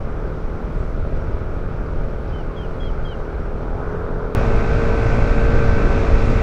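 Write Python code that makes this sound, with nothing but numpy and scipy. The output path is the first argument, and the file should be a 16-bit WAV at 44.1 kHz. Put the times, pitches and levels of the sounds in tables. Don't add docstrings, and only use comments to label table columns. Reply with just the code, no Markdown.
import sys
import numpy as np
from scipy import signal
from scipy.fft import rfft, irfft, next_fast_len
from scipy.io import wavfile
from scipy.ndimage import uniform_filter1d

SR = 44100
rng = np.random.default_rng(int(sys.argv[2]) if len(sys.argv) > 2 else 0)


def transcribe(u):
    v = np.clip(np.atleast_2d(u).T, -1, 1)
    q = np.round(v * 32767).astype(np.int16)
    wavfile.write(sys.argv[1], SR, q)


def volts_from_db(level):
    exponent = np.asarray(level, float) / 20
    return 10 ** exponent


N = 283122
TIME = np.arange(N) / SR


def level(x, db):
    return x * volts_from_db(db) / np.sqrt(np.mean(x ** 2))


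def curve(table):
    s, *columns = np.transpose(table)
    return [np.interp(TIME, s, c) for c in columns]


def walk(rate_hz):
    k = int(SR / rate_hz)
    held = np.repeat(rng.standard_normal(N // k + 1), k)
    return 1.3 * uniform_filter1d(uniform_filter1d(held, k), k)[:N]


def plateau(centre_s, half_s):
    return np.exp(-((TIME - centre_s) / half_s) ** 4)


def ride(track, orders, wind, road, spray, tone_db, gear_db, shake, smear, wind_db, road_db, spray_db):
    # t/s, half length/s, level/dB
    patches = [
        (0.799, 0.14, 1),
        (2.9, 0.27, 0.5),
        (5.5, 0.59, 0.3),
    ]
    firing_hz, gust_db = curve(track)
    lorry_db = 3.5 * plateau(4, 0.4)
    wet_db = sum(db * plateau(s, half_s) for s, half_s, db in patches)
    throttle_db = 0.5 * (firing_hz - np.mean(track, axis=0)[1]) + lorry_db / 3
    cycles = np.cumsum(firing_hz * (1 + 0.001 * walk(8))) / SR
    throb = shake * (np.cos(2 * np.pi * cycles) + 0.7 * np.cos(4 * np.pi * cycles))

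    motor = volts_from_db(tone_db) * exhaust(firing_hz, cycles, orders, wander_db=1.4, slip=0.3, smear=smear)
    motor = motor + volts_from_db(gear_db) * valve_gear(cycles, scatter_db=2.5, case_hz=1350, width_hz=350)
    air = volts_from_db(gust_db + wind_db) * wind_buffet(wind)
    tyres = volts_from_db(lorry_db + 0.078 * gust_db + road_db) * (1 + throb) * tyre_roar(road)
    hiss = volts_from_db(0.13 * gust_db + wet_db + spray_db) * (1 + throb / 3) * spray_hiss(spray)
    fizz = volts_from_db(spray_db - 21) * wet_db * patch_fizz()
    return air + tyres + hiss + fizz + volts_from_db(throttle_db) * motor


def exhaust(hz, cycles, orders, wander_db, slip, smear):
    out = 0
    for k, order_db in orders:
        lift_db = body_db(k * hz)
        db = order_db + lift_db - lift_db.mean() + wander_db * walk(7)
        phase = 2 * np.pi * (k * cycles + smear * rng.random()) + slip * walk(6)
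        out = out + volts_from_db(db) * np.sin(phase)
    return out


def body_db(hz):
    # f/Hz, width/Hz, level/dB
    body = [
        (423, 24, 9),
        (460, 22, 5),
        (1545, 70, 9),
    ]
    return sum(db / (1 + (2 * (hz - f) / w) ** 2) for f, w, db in body)


def valve_gear(cycles, scatter_db, case_hz, width_hz):
    knocks = np.diff(np.floor(cycles), prepend=0) * volts_from_db(scatter_db * rng.standard_normal(N))
    b, a = signal.iirpeak(case_hz, case_hz / width_hz, fs=SR)
    return level(signal.lfilter(b, a, signal.lfilter(b, a, knocks)), 0)


def wind_buffet(spectrum):
    return rush(spectrum, swell_db=0.6, flicker_db=1.1, flicker_hz=9)


def tyre_roar(spectrum):
    return rush(spectrum, swell_db=0.5, flicker_db=1.5, flicker_hz=10)


def spray_hiss(spectrum):
    return rush(spectrum, swell_db=0.5, flicker_db=0.9, flicker_hz=18)


def patch_fizz():
    return rush([(5000, -6), (8000, 2.5), (11000, -13)], swell_db=2.5, flicker_db=3, flicker_hz=25.1)


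def rush(spectrum, swell_db, flicker_db, flicker_hz):
    hz, db = np.transpose(spectrum)
    size = next_fast_len(N)
    octave = np.log2(np.maximum(np.arange(size // 2 + 1) * SR / size, 1))
    colour_db = np.interp(octave, np.log2(hz), db, left=-99, right=-99)
    noise = rfft(rng.standard_normal(size)) * volts_from_db(colour_db)
    out, swell = 0, swell_db * walk(2.79)
    for centre in np.arange(np.log2(hz[0]), np.log2(hz[-1]) + 0.5, 0.5):
        weight = np.clip(1 - 2 * np.abs(octave - centre), 0, 1)
        band = irfft(noise * weight, size)[:N]
        out = out + band * volts_from_db(swell + flicker_db * walk(flicker_hz))
    return level(out, 0)


def birds():
    # t/s, length/s, top f of strongest partial/Hz, sag/(Hz/s), level/dB
    bird = [
        (2.318, 0.11, 3110, 1700, -51),
        (2.558, 0.105, 3310, 3500, -46.5),
        (2.795, 0.108, 3300, 900, -43.5),
        (3.043, 0.108, 3270, 2900, -44),
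    ]
    reply = [
        (2.832, 0.058, 4130, 500, -58.5),
        (3.076, 0.052, 3990, 300, -56),
    ]
    # t/s, f/Hz, level/dB
    far = [
        (.28, 4500, -62),
        (.745, 4500, -62),
        (1.335, 4700, -62),
        (1.865, 4600, -61),
        (2.295, 4700, -61),
        (2.745, 4200, -60),
    ]
    near = sum(whistle(call_shape(*call), [(1, 0), (3 / 2, -20), (2, -27)]) for call in bird)
    answer = sum(whistle(call_shape(*call, drop_share=0.95), [(1, 0)]) for call in reply)
    calls = (near + answer) * volts_from_db(1.6 * walk(90))
    echo = volts_from_db(-20) * np.roll(calls, int(0.07 * SR))
    chips = sum(chip(*call) for call in far)
    return calls + echo + chips


def chip(s, hz, db):
    return whistle([(s - 0.006, 1.15 * hz, db + 1.5), (s + 0.01, 0.88 * hz, db - 3)], [(1, 0)])


RISE_S = 0.01293


def call_shape(start_s, length_s, top_hz, sag, db, drop_share=0.89):
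    drop_s = 0.03
    low_hz = top_hz - sag * (length_s - RISE_S - drop_s)
    end_s = start_s + length_s
    return [(start_s, 0.94 * top_hz, db - 12), (start_s + RISE_S, top_hz, db),
            (end_s - drop_s, low_hz, db - 2.5), (end_s, drop_share * low_hz, db - 9)]


def whistle(call, partials):
    hz, db = curve(call)
    start_s, end_s = call[0][0], call[-1][0]
    ends = np.clip(np.minimum(TIME - start_s, end_s - TIME) / 0.0051, 0, 1)
    quaver = 0.009 * np.cos(2 * np.pi * 22 * (TIME - start_s - RISE_S))
    phase = 2 * np.pi * np.cumsum(hz * (1 + quaver + 0.004 * walk(90))) / SR
    closing_db = -85 * np.clip(TIME - start_s, 0, 0.2)
    tone = sum(volts_from_db(d + (r > 1) * closing_db) * np.sin(r * phase) for r, d in partials)
    return np.sqrt(2) * ends * volts_from_db(db) * tone


def electronics_whine():
    # f/Hz, level/dB
    whine = [(8446, -100.5), (10481, -99), (13921, -99), (14077, -99), (14702, -93), (14858, -98),
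             (15014, -100), (15170, -100), (15326, -96.5), (15482, -99)]
    return sum(np.sqrt(2) * volts_from_db(db) * np.sin(2 * np.pi * hz * TIME) for hz, db in whine)


def scene():
    # t/s, firing f/Hz, gust level/dB
    slow_track = [(0.0, 39.6, -1), (0.35, 39.79, 1), (0.83, 40.02, 1), (1.19, 41.05, 1),
                  (1.77, 40.54, -0.5), (2.4, 39.56, 0.3), (2.67, 40.92, -1.5), (2.94, 40.78, -1.5),
                  (3.25, 39.33, -2.5), (3.71, 40.36, -3.5), (3.97, 42.55, -0.5), (4.33, 42.37, -4)]
    fast_track = [
        (4.36, 56.4, -0.38),
        (4.8, 57.02, -1),
        (5.17, 56.94, -0.7),
        (5.59, 57.38, 0.58),
        (6.05, 56.18, 0.5),
        (6.42, 55.8, 1.67),
    ]
    # multiple of firing f, level/dB
    slow_orders = [(1, -37), (2, -37), (3, -41), (4, -36), (6, -46), (7, -49), (8, -44), (9, -41),
                   (10, -37.5), (11, -37), (12, -46), (13, -42), (14, -46), (15, -46), (16, -47), (20, -54),
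                   (21, -54), (22, -53), (24, -55), (27, -53), (29, -52), (31, -49), (33, -53), (35, -53)]
    fast_orders = [(1, -27.3), (2, -24.8), (3, -35.4), (4, -31.8), (5, -43.9), (6, -41.5), (7, -31.7),
                   (8, -24.8), (9, -38.1), (10, -30), (11, -41.4), (12, -38.8), (13, -50.8), (14, -40.4),
                   (15, -45.5), (16, -45.7), (17, -47.1), (18, -44.3), (19, -46.7), (20, -45.0),
                   (21, -43.5), (22, -43.4), (23, -40), (24, -39), (25, -39.6), (26, -43.4), (27, -34.8),
                   (28, -48.2)]
    # f/Hz, density level/dB
    slow_wind = [(5.9, -35), (10, 1), (27, 0), (103, -11), (163, -18.5), (188, -19.5), (338, -29),
                 (400, -24.5), (520, -36), (880, -120)]
    fast_wind = [(5.9, -33), (10, 7.5), (38, 0.5), (115, -8), (194, -17), (233, -12.5), (312, -24.5),
                 (400, -28), (520, -21.5), (880, -120)]
    slow_road = [(200, -1.5), (300, -6), (400, -8), (520, -4.5), (640, -6.5), (720, -8), (1000, -11.5),
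                 (1250, -11.5), (1480, -10.5), (1620, -16), (1800, -22), (2400, -41.5)]
    fast_road = [(200, -9), (300, 1), (400, -2.5), (520, -5.5), (640, -1.5), (720, -4.5), (1000, -9),
                 (1250, -9), (1480, -9.5), (1620, -13), (1800, -14.5), (2400, -41.5)]
    slow_spray = [(1400, -44), (1900, -3.5), (2400, -3.5), (2650, -9), (2900, -11), (3600, -14),
                  (4700, -18), (5800, -19.5), (6800, -27.5), (8200, -31), (10000, -37.5), (12500, -48),
                  (15700, -67)]
    fast_spray = [(1400, -30.5), (1900, -1), (2400, 0.5), (2650, -2), (2900, -12), (3600, -12.5),
                  (4700, -16), (5800, -18), (6800, -22.5), (8200, -29.5), (10000, -40.5), (12500, -52.5),
                  (15700, -72.5)]
    slow = ride(slow_track, slow_orders, slow_wind, slow_road, slow_spray, tone_db=0.15, gear_db=-56.5,
                shake=0.085, smear=0.46, wind_db=-21.3, road_db=-35.9, spray_db=-53)
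    fast = ride(fast_track, fast_orders, fast_wind, fast_road, fast_spray, tone_db=-1.26, gear_db=-47,
                shake=0.16, smear=0.85, wind_db=-13.5, road_db=-27.8, spray_db=-38.1)
    slow = (slow + birds()) * np.clip(TIME / 0.006, 0, 1)
    change = int(4.3499 * SR)
    jump = -0.3 + slow[change - 1] - fast[change]
    fast = fast + jump * np.exp(-np.abs(TIME - TIME[change]) / 0.002)
    return np.where(np.arange(N) < change, slow, fast)[None]


def roll_off(x):
    return signal.sosfilt(signal.butter(12, 15750, fs=SR, output="sos"), x)


def record(dry):
    self_noise = level(rng.standard_normal(N), -72.5)
    return roll_off(dry + electronics_whine() + self_noise)


dry = scene()
out = record(dry)
transcribe(out)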